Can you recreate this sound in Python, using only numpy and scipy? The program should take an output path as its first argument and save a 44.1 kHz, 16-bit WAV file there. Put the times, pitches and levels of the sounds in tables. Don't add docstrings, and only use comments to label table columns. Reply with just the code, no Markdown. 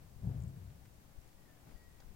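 import sys
import numpy as np
from scipy import signal
from scipy.fft import rfft, irfft
from scipy.io import wavfile
from scipy.ndimage import uniform_filter1d

SR = 44100
rng = np.random.default_rng(int(sys.argv[2]) if len(sys.argv) > 2 else 0)


def transcribe(signal):
    frames = np.atleast_2d(signal).T
    limited = np.clip(frames, -1, 1)
    pcm = np.round(limited * 32767).astype(np.int16)
    wavfile.write(sys.argv[1], SR, pcm)


N = 94815

# (frequency [Hz], relative spectral density [dB])
TRAFFIC_SPECTRUM = [(20, -32.5), (60, 0.5), (140, -1.5), (220, -5), (310, -8), (420, -11.5), (750, -12.5),
                    (1200, -19), (2000, -22), (4000, -31), (12000, -35)]
HISS_SPECTRUM = [(100, 3), (2500, -1), (4500, -1), (7000, -1), (9500, -2.5), (15500, -1)]
RUSTLE_SPECTRUM = [(3500, -29), (4500, 10), (4800, 19), (5200, -16), (6500, -19)]
DRAUGHT_SPECTRUM = [(15, 2), (35, -1), (70, -4.5), (150, -21.5), (400, -38.5), (1500, -68)]
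SCRAPE_SPECTRUM = [(300, -5), (750, 1.5), (1500, -9), (2500, -10), (4600, -8), (6800, -10), (8000, -38)]
SCUFF_SPECTRUM = [(150, -5.5), (300, 5.5), (450, -1), (700, 1), (1050, -13.5), (1700, -16.5), (3000, -29.5),
                  (8000, -45)]
RUB_SPECTRUM = [(20, -27), (44, -24), (62, 8.5), (82, -1), (112, 2), (172, -3), (212, -13), (290, -21),
                (600, -28.5), (1200, -43), (3000, -54), (10000, -57)]
# (time [s], level [dB])
TRAFFIC_ENVELOPE = [(0, -65), (.55, -64), (.85, -64), (1.15, -66), (1.4, -65), (1.7, -64.5), (2.15, -66)]
RUSTLE_ENVELOPE = [(1.66, -100), (1.74, -80.5), (1.83, -83.5), (1.92, -100)]
SCUFF_ENVELOPE = [(.21, -81), (.25, -62.5), (.30, -63), (.35, -64), (.39, -67.5), (.46, -72.5), (.58, -86)]
# (time [s], relative level [dB])
RUB_ENVELOPE = [(0, -55.5), (.1, -60.5), (.19, -56.5), (.24, -40), (.35, -42.5), (.41, -46.5), (.49, -43.5),
                (.57, -50.5), (.68, -52), (.76, -59), (1.0, -66), (1.5, -80.5), (1.68, -59.5), (1.8, -87),
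                (2.15, -61)]
# (frequency [Hz], decay time T60 [s], relative level [dB])
SILL_MODES = [(800, 0.018, 3), (980, 0.025, -20), (1490, 0.037, -7), (3370, 0.013, -6), (4600, 0.025, -6),
              (5850, .015, -9), (6700, .015, -6)]
PHONE_MODES = [(58.1, 0.24, -5), (111, 0.11, -7.5), (133, 0.12, -0.5), (171, 0.19, -10.5)]
# (start [s], duration [s], frequency [Hz], level [dB])
SQUEAL_BURSTS = [(1.375, 0.063, 1915, -84), (1.451, 0.015, 1893, -77.5), (1.481, 0.021, 1795, -75),
                 (1.505, .034, 1776, -78), (1.558, 0.027, 1725, -83), (1.755, .128, 1910, -76),
                 (1.903, 0.021, 1910, -78.5), (1.938, 0.083, 1914, -83)]
# (centre time [s], peak level [dB], centre-to-peak time [s])
AIR_PUFFS = [(1.186, -41.5, 0.0034), (1.751, -43, 0.0052), (2.059, -47, 0.0059), (2.101, -45, 0.0047)]
# (time [s], level [dB], centre frequency [Hz], spread [octaves], decay time T60 [s])
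CLAW_TICKS = [(0.404, -57.5, 7600, 0.28, 0.0043), (0.421, -58.5, 7500, 0.2, 0.018),
              (0.437, -53.5, 6900, 0.19, 0.0047), (0.478, -63, 7850, 0.084, 0.04),
              (.702, -60, 2230, 0.47, 0.015), (.853, -59.5, 1730, 0.58, 0.055),
              (0.852, -58.5, 6300, 0.95, 0.036), (.943, -63, 6500, 0.33, 0.0087),
              (1.215, -63, 5700, 0.28, 0.009), (1.276, -60, 5750, 0.58, 0.0074),
              (1.290, -63.5, 6400, 0.46, 0.0096), (1.329, -61.5, 2050, 0.99, 0.014),
              (1.570, -63, 1610, 0.72, 0.023), (1.609, -62, 6550, 1, 0.012),
              (1.711, -62, 2080, 0.25, 0.011), (1.776, -65, 6460, 0.37, 0.0065),
              (1.838, -67, 7350, 0.17, .008), (2.022, -59, 1200, 0.57, 0.01)]
# (time [s], drive level [dB])
GRIP_KNOCKS = [(.238, -30), (0.2531, -23.5), (0.2651, -29.5), (0.2713, -19.5), (0.2973, -29.5),
               (0.3029, -29), (0.3091, -27.5), (.316, -28.5), (0.3458, -29), (0.3548, -35.5), (0.363, -31),
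               (.382, -35), (.408, -36), (0.4356, -29), (0.469, -34.5), (0.514, -44), (.567, -38.5),
               (0.645, -43), (.697, -44), (1.653, -54), (1.685, -44.5)]

SILL_PAN_DB = 3.5


def undb(db):
    return 10 ** (np.asarray(db) / 20)


def unit(x):
    return x / np.sqrt(np.mean(x ** 2))


def pan(db):
    return undb(np.array([[db], [-db]]) / 2)


def envelope(rows):
    times, levels = np.array(rows).T
    return np.interp(np.arange(N) / SR, times, levels)


def drift(rate_hz):
    hold = int(SR / rate_hz)
    steps = np.repeat(rng.standard_normal(N // hold + 1), hold)
    return unit(uniform_filter1d(uniform_filter1d(steps, hold), hold)[:N])


def noise(spectrum, coherent_hz):
    hz = np.arange(N // 2 + 1) * SR / N + 1
    knots_hz, db = np.array(spectrum).T
    gain = undb(np.interp(np.log(hz), np.log(knots_hz), db))
    coherence = 1 / (1 + (hz / coherent_hz) ** 2)
    mid, side = rfft(rng.standard_normal((2, N))) * gain * np.sqrt([1 + coherence, 1 - coherence])
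    return unit(irfft(np.array([mid + side, mid - side]), N))


def decay(t, t60):
    return np.exp(-np.log(1000) * t / t60)


def ring(modes):
    t = np.arange(SR // 2) / SR
    response = sum(undb(db) * np.sin(2 * np.pi * hz * t) * decay(t, t60) for hz, t60, db in modes)
    return response / abs(response).max()


def add(out, start_s, sound):
    i = int(start_s * SR)
    n = min(sound.shape[-1], N - i)
    out[..., i:i + n] += sound[..., :n]


def microphone_hiss():
    return noise(HISS_SPECTRUM, coherent_hz=57) * undb(-69.5)


def traffic():
    level_db = envelope(TRAFFIC_ENVELOPE) + 1.5 * drift(rate_hz=18)
    return noise(TRAFFIC_SPECTRUM, coherent_hz=278) * undb(level_db) * pan(db=4.5)


def far_squeal():
    edge_s, jitter_hz, flutter_db = .012, 2, .7
    t, tone = np.arange(N) / SR, np.zeros(N)
    jitter_cycles = np.cumsum(jitter_hz * drift(rate_hz=60)) / SR
    for start, duration, hz, db in SQUEAL_BURSTS:
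        gate = np.clip(np.minimum(t - start, start + duration - t) / edge_s + .5, 0, 1)
        phase = 2 * np.pi * (hz * (t - start) + jitter_cycles)
        tone += np.sqrt(2) * undb(db) * gate * np.sin(phase)
    tone *= undb(flutter_db * drift(rate_hz=45.2))
    street = rng.standard_normal((2, SR)) * decay(t[:SR], t60=1)
    reverberation = signal.fftconvolve(tone[None], unit(street) / np.sqrt(SR), axes=1)[:, :N]
    return (tone + undb(-13) * reverberation) * pan(db=7.5)


def rustle():
    return noise(RUSTLE_SPECTRUM, coherent_hz=5000) * undb(envelope(RUSTLE_ENVELOPE)) * pan(SILL_PAN_DB)


def draught():
    level_db = -64.5 + 2 * drift(rate_hz=5.82)
    out = noise(DRAUGHT_SPECTRUM, coherent_hz=11) * undb(level_db) * pan(db=12)
    for centre, db, width in AIR_PUFFS:
        u = (np.arange(N) / SR - centre) / width
        out[0] -= undb(db) * u * np.exp((1 - u ** 2) / 2)
    return out


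def claw_ticks():
    size, attack_s, diffuse_gain = 2 ** 12, .0011, .6
    out = np.zeros((2, N))
    t, hz = np.arange(size) / SR, np.arange(size // 2 + 1) * SR / size + 1
    for start, db, centre_hz, octaves, t60 in CLAW_TICKS:
        band = np.exp(-.5 * (np.log2(hz / centre_hz) / octaves) ** 2)
        grit = irfft(rfft(rng.standard_normal((3, size))) * band)
        attack = 1 - np.exp(-t / attack_s)
        tick = (grit[0] + diffuse_gain * grit[1:]) * attack * decay(t, t60)
        add(out, start, undb(db) * tick / abs(tick).max())
    return out * pan(SILL_PAN_DB)


def paw_tap():
    tap_s, scrape_s = 2.003, .0039
    t = np.arange(N) / SR - tap_s
    contact = np.exp(-.5 * (t / scrape_s - .5) ** 2)
    out = noise(SCRAPE_SPECTRUM, coherent_hz=2000) * undb(-64) * contact
    add(out, tap_s, undb(-53) * ring(SILL_MODES))
    return out * pan(SILL_PAN_DB)


def skin_scuff():
    grain_db = 2.5 * drift(rate_hz=250)
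    return noise(SCUFF_SPECTRUM, coherent_hz=604) * undb(envelope(SCUFF_ENVELOPE) + grain_db) * pan(db=6)


def grip_shudder():
    push_s, low_cut_hz, right_delay_s = .0027, 73, .00044
    push = np.hanning(int(2 * push_s * SR))
    knock = signal.fftconvolve(ring(PHONE_MODES), push / push.sum())
    knocks = np.zeros(N)
    for start, db in GRIP_KNOCKS:
        add(knocks, start - push_s / 2, -undb(db) * knock)
    low_cut = signal.butter(2, low_cut_hz, "high", fs=SR, output="sos")
    rubbing = noise(RUB_SPECTRUM, coherent_hz=590) * undb(envelope(RUB_ENVELOPE) - .5)
    left, right = signal.sosfiltfilt(low_cut, knocks) + rubbing
    t = np.arange(N) / SR
    delayed_right = np.interp(t - right_delay_s, t, right)
    return np.array([left, delayed_right]) * pan(db=5.5)


def scene():
    background = microphone_hiss() + traffic() + far_squeal() + rustle() + draught()
    return background + claw_ticks() + paw_tap() + skin_scuff() + grip_shudder()


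def record(dry):
    cutoff_hz = 15850
    return signal.sosfilt(signal.ellip(10, .2, 70, cutoff_hz, fs=SR, output="sos"), dry)


dry = scene()
out = record(dry)
transcribe(out)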